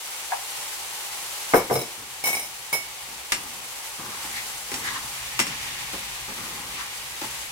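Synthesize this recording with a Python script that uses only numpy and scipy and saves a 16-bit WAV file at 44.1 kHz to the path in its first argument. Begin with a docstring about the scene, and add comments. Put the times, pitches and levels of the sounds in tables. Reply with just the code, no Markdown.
"""A small tiled kitchen, where a spaced pair of microphones hears chopped vegetables sizzle in a frying pan.
Dense random crackle makes the fizz and simmer, with flares of spitting; the electric cooker rumbles as low noise.
A spice jar's lid pops shut and the jar lands on the worktop, shaking a spoon that stands in a glass.
The spoon jingles out, taps the pan, scrapes and knocks: blows are noise cracks with ringing modes,
and pushes and scrapes are crackle shaped by each stroke."""
import sys
import numpy as np
from scipy import signal
from scipy.fft import rfft, irfft, next_fast_len
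from scipy.io import wavfile

SR = 44100
rng = np.random.default_rng(int(sys.argv[2]) if len(sys.argv) > 2 else 0)


def transcribe(signal):
    """Save signal, clipped to [-1, 1], as a 16-bit WAV file at the path in sys.argv[1]."""
    frames = np.atleast_2d(signal).T
    limited = np.clip(frames, -1, 1)
    pcm = np.round(limited * 32767).astype(np.int16)
    wavfile.write(sys.argv[1], SR, pcm)


N = 331191
TIME = np.arange(N) / SR

# likeness of the room's sound at the two microphones: f/Hz, correlation (-1 to 1)
LIKENESS = [(60, .88), (300, .9), (650, .7), (1000, .42), (1500, .05), (2300, -.12), (4000, 0), (16000, 0)]
# spectrum shared by the spitting pieces and the scraping spoon: f/Hz, level/dB
SPIT_AND_SCRAPE = [(200, -17), (700, -24.5), (1050, 1.5), (1400, -4.5), (1900, 3), (2600, -3), (3600, 2),
                   (4500, 0), (7000, -2.5), (16000, -39)]


def amp(db):
    """Decibels to gain."""
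    return 10 ** (np.asarray(db) / 20)


def evened(x):
    """Scales to unit rms."""
    return x / np.sqrt(np.mean(x ** 2) + 1e-20)


def read(points, hz):
    """Reads a spectrum on a log-frequency axis."""
    f, value = np.transpose(points)
    return np.interp(np.log(hz + 1), np.log(f + 1), value)


def level(rows):
    """Gain curve through (t/s, level/dB) points."""
    return amp(np.interp(TIME, *np.transpose(rows)))


def add(mix, s, sound):
    """Mixes a sound in at time s."""
    part = mix[:, round(s * SR):][:, :sound.shape[1]]
    part += sound[:, :part.shape[1]]


def lean(db):
    """Left and right gains for a level difference; positive leans left."""
    return amp([[db / 2], [-db / 2]])


def colour(x, points, size=4096):
    """Causal (minimum-phase) filter with the given spectrum."""
    hz = abs(np.fft.fftfreq(size, 1 / SR))
    log_gain = np.log(amp(read(points, hz)))
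    response = np.exp(signal.hilbert(log_gain).conj())  # the log gain's Hilbert transform gives the phase
    taps = np.fft.ifft(response).real[:size // 2]
    return signal.oaconvolve(x, taps[None], axes=1)[:, :x.shape[1]]


def cut(x, hz, kind):
    """Second-order low or high cut-off ("low" keeps what lies below hz)."""
    return signal.sosfilt(signal.butter(2, hz, kind, fs=SR, output="sos"), x)


def resonate(x, hz, width_hz):
    """A single resonance at hz, its width set by the damping."""
    pole = np.exp((2j * np.pi * hz - np.pi * width_hz) / SR)
    return signal.lfilter([1 - abs(pole)], [1, -pole], x).real


def pair(x):
    """Two spaced microphones hear much the same bass but nearly unrelated treble."""
    size = next_fast_len(x.shape[1])
    left, right = rfft(x, size)
    same = read(LIKENESS, np.fft.rfftfreq(size, 1 / SR))
    mid = (left + right) * np.sqrt(1 + same)
    side = (left - right) * np.sqrt(1 - same)
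    return evened(irfft(np.array([mid + side, mid - side]), size)[:, :x.shape[1]])


def crackle(per_s, spread_db, direct_db, tail_s, count=6):
    """Tiny bursts of uneven size at several spots in the pan, each with its own reflections."""
    sizes = amp(spread_db * np.minimum(rng.exponential(1, N), 4)) * rng.choice([-1, 1], N)
    sizes *= rng.random(N) < per_s / SR
    spot = rng.integers(0, count, N)
    t = np.arange(SR // 8) / SR
    lag = round(.00014 * SR)
    out = np.zeros((2, N))
    for k in range(count):
        paths = rng.standard_normal((2, len(t))) * amp(-60 * t / tail_s)
        paths /= np.linalg.norm(paths[0])
        paths[[0, 1], [0, lag]] += amp(direct_db)  # direct sound, earlier in the left path
        bursts = (sizes * (spot == k))[None]
        out += signal.oaconvolve(bursts, paths, axes=1)[:, :N]
    return pair(out)


def blow(modes, clack, ring_db, crack_db, crack_s, room_s, swell_cycles, vary_db, blur, blur_hz=120):
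    """A short crack, its wash off the tiles and the ringing modes; as much energy as 30 ms at unit rms."""
    t = np.arange(SR // 3) / SR
    fade = amp(crack_db) * np.exp(-t / crack_s) + amp(-60 * t / room_s)
    wash = colour(pair(rng.standard_normal((2, len(t)))) * fade, clack)
    ring = np.zeros_like(wash)
    for hz, db, t60 in modes:
        # phase between the microphones, from their likeness at this pitch
        apart = np.arccos(read(LIKENESS, hz)) * rng.choice([-1, 1])
        phase = rng.uniform(0, 2 * np.pi) + np.array([[0], [apart]])
        knots = rng.standard_normal(256) + 1j * rng.standard_normal(256)
        waver = 1 + blur * np.interp(t * blur_hz, np.arange(len(knots)), knots)  # reflections blur the line
        swell = 1 - np.exp(-t * hz / swell_cycles)  # a mode needs some cycles to fill the room
        decay = amp(db + vary_db * rng.standard_normal() - 60 * t / t60)
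        mode = decay * swell * waver * np.exp(2j * np.pi * hz * t)
        ring += (np.exp(1j * phase) * mode).real
    return evened(evened(wash) + amp(ring_db) * evened(ring)) * np.sqrt(.03 / t[-1])


def flutter(knot_hz):
    """Slow random wandering of unit rms: the boiling is never quite even."""
    knots = rng.standard_normal(N // 100)
    return evened(np.interp(TIME * knot_hz, np.arange(len(knots)), knots))


def frying():
    """Water bursts in the hot oil as a fine fizz; juice simmers lower beneath it."""
    # course of the sizzle before its flutter: t/s, level/dB
    sizzle_course = [(0, -35.2), (1.0, -33.5), (1.5, -33), (1.7, -38), (2.2, -38.5), (3.5, -37.5),
                     (4.3, -35.5), (4.85, -34), (5.6, -36.5), (6.5, -36), (7.15, -37.5), (7.36, -34),
                     (7.5, -37.5)]
    # spectra of the fizz and of the simmer: f/Hz, level/dB
    fizz_spectrum = [(60, -28), (270, -23), (390, -12), (520, -7), (680, -6), (820, 2), (1000, -3),
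                     (1500, -3.5), (2800, -3.5), (4500, -2), (8100, 0), (11000, -3), (13500, -6.5),
                     (16000, -10)]
    simmer_spectrum = [(60, -22), (280, -16), (390, -6), (460, -11), (550, -6), (640, -10), (820, 1),
                       (1200, -2), (1500, -4), (2050, 1), (2800, 1), (4500, -5), (8000, -16), (16000, -33)]
    flutter_db, flutter_hz = .5, 11  # rms swing, and how often it turns
    simmer_db, simmer_follows = -18.5, 0.61  # the simmer follows the sizzle, but swings less
    sizzle = level(sizzle_course) * amp(flutter_db * flutter(flutter_hz))
    fizz = colour(crackle(per_s=5000, spread_db=4.0, direct_db=-21.0, tail_s=0.13), fizz_spectrum)
    simmer = colour(crackle(per_s=3000, spread_db=3.0, direct_db=-17.0, tail_s=0.28), simmer_spectrum)
    fizz = lean(1.6) * sizzle * evened(fizz)
    simmer = lean(0.19) * amp(simmer_db) * sizzle ** simmer_follows * evened(simmer)
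    return fizz + simmer


def rumble():
    """The cooker's body rumbles: low filtered noise that rises and falls."""
    # course of the rumble: t/s, level/dB
    rumble_course = [(0, -66), (2.75, -59.5), (3.8, -62.5), (5.1, -52), (6.1, -50), (6.95, -56.5),
                     (7.35, -51.5)]
    # spectrum of the cooker's body: f/Hz, level/dB
    cooker_spectrum = [(15, -35), (33, -28), (55, 3), (72, -6), (95, -16), (123, -1), (165, -11.5),
                       (290, -18.5), (1000, -53)]
    noise = colour(pair(rng.standard_normal((2, N))), cooker_spectrum)
    return lean(2.4) * level(rumble_course) * evened(noise)


def jar():
    """The lid pops, then the jar's base knocks and rocks on the hollow worktop."""
    # lid pops: t/s, level/dB
    lid_pops = [(0.306, -40), (0.3193, -24), (0.33, -28)]
    # the jar lands and rocks: t/s, level before dulling/dB, dulled above f/Hz
    jar_knocks = [(1.5359, -12, 4200), (1.543, -14.5, 1260), (1.698, -26, 2000), (1.708, -18.5, 1040),
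                  (1.756, -22, 895), (1.81, -32.5, 700)]
    # ringing modes of lid and worktop: f/Hz, level/dB, 60 dB decay t/s
    lid_modes = [(729, -4.5, 0.12), (812, -21, 0.19), (935, -4, 0.045), (1680, -19, 0.1)]
    worktop_modes = [(130, -9.5, 0.29), (238, -15, 0.18), (337, -10, 0.14), (374.6, -5.5, 0.11),
                     (457.4, 1.5, 0.13), (502, -9, 0.19), (600, -18, 0.18), (712, -6.5, 0.15),
                     (801, -6, 0.14), (980, -8.5, 0.053), (1170, -11.5, 0.15), (1517, -3, 0.041),
                     (2090, -2.5, 0.037)]
    # toneless part of pop and knock: f/Hz, level/dB
    lid_clack = [(300, -39), (600, -11), (850, 2), (1300, -11), (2500, -13), (6000, -45)]
    jar_clack = [(40, -14), (90, -16), (130, -7), (220, -3), (450, 4.5), (800, 0.5), (1400, -2.5),
                 (2200, -9), (2900, -19), (8000, -34)]
    out = np.zeros((2, N))
    for s, db in lid_pops:
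        pop = blow(lid_modes, lid_clack, ring_db=6.5, crack_db=5, crack_s=0.0046, room_s=0.33,
                   swell_cycles=3.2, vary_db=3.5, blur=.15)
        add(out, s, amp(db) * pop)
    for s, db, dull_hz in jar_knocks:
        knock = blow(worktop_modes, jar_clack, ring_db=2.5, crack_db=-3.0, crack_s=0.0038, room_s=0.3,
                     swell_cycles=2.5, vary_db=0.2, blur=0.29)
        add(out, s, amp(db) * cut(knock, dull_hz, "low"))
    return lean(2.1) * out


def glass(count=3):
    """The spoon bounces against the glass; each touch rings a different blend of modes."""
    # spoon hits: t/s, level/dB, favoured f/Hz, first bounce after t/s, change per bounce level/dB, buzz (0-1)
    rattles = [(1.541, -28.5, 13500, .013, 1, 0.7), (1.706, -36.5, 12200, .018, 4, 1),
               (1.755, -28, 3900, .034, -3.5, 1), (2.2396, -22.5, 2230, .017, -0.5, 0.06),
               (2.274, -23, 2230, .015, -3.5, 0.1), (2.329, -23.5, 2300, .022, -3, 0.65),
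               (2.395, -31.5, 1500, .03, -3.5, 1), (2.728, -20.5, 2180, 0.011, -9.5, 0),
               (2.731, -22.5, 5300, 0.016, -12, .1)]
    # ringing modes of the glass: f/Hz, level/dB, 60 dB decay without buzz t/s
    glass_modes = [(2223, -4.3, .29), (3004, -16, .25), (3900, -11, .18), (5300, -3, .27), (6002, -9, .25),
                   (7251, -10, .27), (8479, -13, .22), (9180, -10, .2), (9378, -2, .22), (9835, -12, .2),
                   (11337, -8, .22), (13130, -11, .2), (13840, -14, .2), (14390, -11, .18),
                   (15448, -9, .22)]
    # toneless part of a clink: f/Hz, level/dB
    glass_clack = [(60, -10), (250, 2.5), (470, 4), (820, 11), (1500, -1), (2250, 5), (3200, -1.5),
                   (4600, -3.5), (5500, -2), (8000, -4.5), (9500, -3.5), (12300, 1), (14000, -2.5),
                   (16000, -0.5)]
    bounce_shrink = .75  # each bounce comes sooner than the last
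    out = np.zeros((2, N))
    for s, db, spot_hz, gap_s, bounce_db, buzz in rattles:
        modes = []
        for hz, mode_db, t60 in glass_modes:
            # the spot that is touched favours the modes near one pitch
            octaves = np.log2(hz / spot_hz)
            favour_db = 9 * np.exp(-(octaves / 0.2) ** 2)
            modes.append((hz, mode_db + favour_db, t60 * (1 - 0.1 * buzz)))  # a buzzing contact damps
        for k in range(count):
            # a buzzing contact also roughens the ring
            clink = blow(modes, glass_clack, ring_db=5.5, crack_db=-3, crack_s=.002, room_s=.23,
                         swell_cycles=3, vary_db=1.5, blur=buzz, blur_hz=300)
            add(out, s, amp(db + bounce_db * k) * clink)
            s += gap_s * bounce_shrink ** k
    return lean(0.2) * out


def dragging():
    """Each push through the food starts firmly and eases off, rubbing the pan's floor in dull jerks."""
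    # the pan is nudged, or the spoon pushes food over its floor: start t/s, stroke t/s, level/dB
    drags = [(1.973, 0.1, -48), (3.08, 0.098, -50), (3.345, 0.34, -47.5), (3.981, 0.17, -40.5),
             (4.252, 0.28, -51), (4.76, 0.34, -45.5), (5.45, 0.56, -50.5), (6.265, 0.58, -42.5)]
    # spectrum of the rubbing: f/Hz, level/dB
    drag_spectrum = [(60, -13), (120, 1), (160, -4.5), (225, 1.5), (290, -3), (400, -1), (650, -12.5),
                     (1200, -1), (4000, -40)]
    peak, fade_db = 0.097, -12.5  # peaks at this share of the stroke; fade grows with the square of strokes since
    push = np.zeros(N)
    for s, length, db in drags:
        strokes = np.clip((TIME - s) / length, 0, 10)
        easing = amp(db + fade_db * np.maximum(strokes - peak, 0) ** 2)
        push += easing * np.minimum(strokes / peak, 1)
    rub = colour(crackle(per_s=300, spread_db=1.0, direct_db=-11.5, tail_s=0.1), drag_spectrum)
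    return lean(3.0) * push * evened(rub)


def pan():
    """The spoon's edge rings the rim; cushioned by food it thuds on the floor."""
    # spoon blows: t/s, rim tap level/dB, floor thud level before thinning/dB, thud thinned below f/Hz
    pan_blows = [(3.3205, -20, -36.5, 200), (4.244, -60, -43, 200), (4.717, -34.5, -35, 140),
                 (4.741, -31, -37.5, 100), (5.392, -21.5, -32.5, 100), (5.399, -21, -33, 100),
                 (5.468, -33, -38.5, 130), (5.934, -49, -32.5, 260), (6.283, -53, -37.5, 230),
                 (7.2145, -42, -29.5, 457), (7.236, -47, -31, 420)]
    # ringing modes of rim and floor: f/Hz, level/dB, 60 dB decay t/s
    rim_modes = [(2030, -1, .16), (2750, -3, .2), (3620, -8, .13), (4585, -3, .15), (5500, 2, .18),
                 (6340, -8, .18), (6735, -8, .17), (7580, -4, .17), (8230, -7, .13), (8690, -9, .15),
                 (10090, -11, .17)]
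    floor_modes = [(197.3, -1, 0.33), (240, -7, 0.041), (321, 10, 0.064), (386.5, -0.5, 0.18),
                   (542, -6, 0.27), (864, 4, 0.13), (997, -18, 0.25)]
    # toneless part of tap and thud: f/Hz, level/dB
    tap_clack = [(100, -6), (450, -23.5), (750, -2.5), (1400, 2.5), (2300, 6), (3500, -1), (5000, -3),
                 (8500, -1), (12000, -10), (16000, -17)]
    thud_clack = [(40, -32), (120, -3), (250, 4), (450, -5.5), (680, -10), (1050, -3.5), (1600, -10),
                  (4000, -14), (12000, -22)]
    out = np.zeros((2, N))
    for s, tap_db, thud_db, thin_hz in pan_blows:
        tap = blow(rim_modes, tap_clack, ring_db=-4.5, crack_db=5, crack_s=.002, room_s=.2,
                   swell_cycles=3, vary_db=1.8, blur=.75, blur_hz=250)
        thud = blow(floor_modes, thud_clack, ring_db=-3, crack_db=-4, crack_s=0.014, room_s=0.23,
                    swell_cycles=1.7, vary_db=3.5, blur=1.0)
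        add(out, s, amp(tap_db) * tap + amp(thud_db) * cut(thud, thin_hz, "high"))
    return lean(0.87) * out


def scraping():
    """The spoon slips along the wall, pressing harder until it lifts; its tilt sets the pitch of each stroke."""
    # scrapes: start t/s, length t/s, level/dB, pitch f/Hz
    scrapes = [(3.956, 0.2, -38, 1010), (4.15, 0.12, -42, 1030), (4.27, 0.12, -32, 2100),
               (4.33, 0.035, -42, 4300), (4.793, 0.093, -28.5, 1680), (4.858, .11, -31, 1070),
               (6.38, 0.23, -45, 1060), (6.678, 0.084, -38.5, 2620), (6.761, 0.045, -31.5, 1320)]
    build, release_s = 1.24, 0.03  # power by which pressure builds; dying away after the lift
    width_hz, raw = 480, 0.55  # width of the resonance; gain of the slips that pass beside it
    slips = crackle(per_s=1100, spread_db=2.0, direct_db=-6.5, tail_s=0.43)
    slips = evened(colour(slips, SPIT_AND_SCRAPE))
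    out = np.zeros((2, N))
    for s, length, db, hz in scrapes:
        pressure = np.clip((TIME - s) / length, 0, 1) ** build
        release = np.exp(-np.clip((TIME - s - length) / release_s, 0, 20))
        rasp = evened(resonate(slips, hz, width_hz))
        out += amp(db) * pressure * release * evened(rasp + raw * slips)
    return lean(1.5) * out


def flares():
    """Wet pieces turned onto hot metal spit at once and calm down as their faces dry."""
    # flares: t/s, level before rise and fade/dB
    flare_starts = [(5.1, -36), (5.42, -40), (6.68, -44), (7.28, -52)]
    rise_s, fade_s, flare_hz = 0.047, 1, 2470
    strength = np.zeros(N)
    for s, db in flare_starts:
        age = np.maximum(TIME - s, 0)
        strength += amp(db) * (1 - np.exp(-age / rise_s)) * np.exp(-age / fade_s)
    spit = crackle(per_s=1500, spread_db=2.5, direct_db=-7, tail_s=0.75)
    spit = evened(colour(spit, SPIT_AND_SCRAPE))
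    peaked = evened(resonate(spit, flare_hz, width_hz=800))
    return lean(0.63) * strength * evened(peaked + .9 * spit)


def scene():
    """Everything at the cooker and the worktop."""
    return frying() + rumble() + jar() + glass() + dragging() + pan() + scraping() + flares()


def record(dry):
    """The recorder's band limit: a steep low-pass."""
    edge_hz = 15950
    taps = signal.firwin(511, edge_hz, window=("kaiser", 9), fs=SR)
    return signal.oaconvolve(dry, taps[None], "same")


dry = scene()
out = record(dry)
transcribe(out)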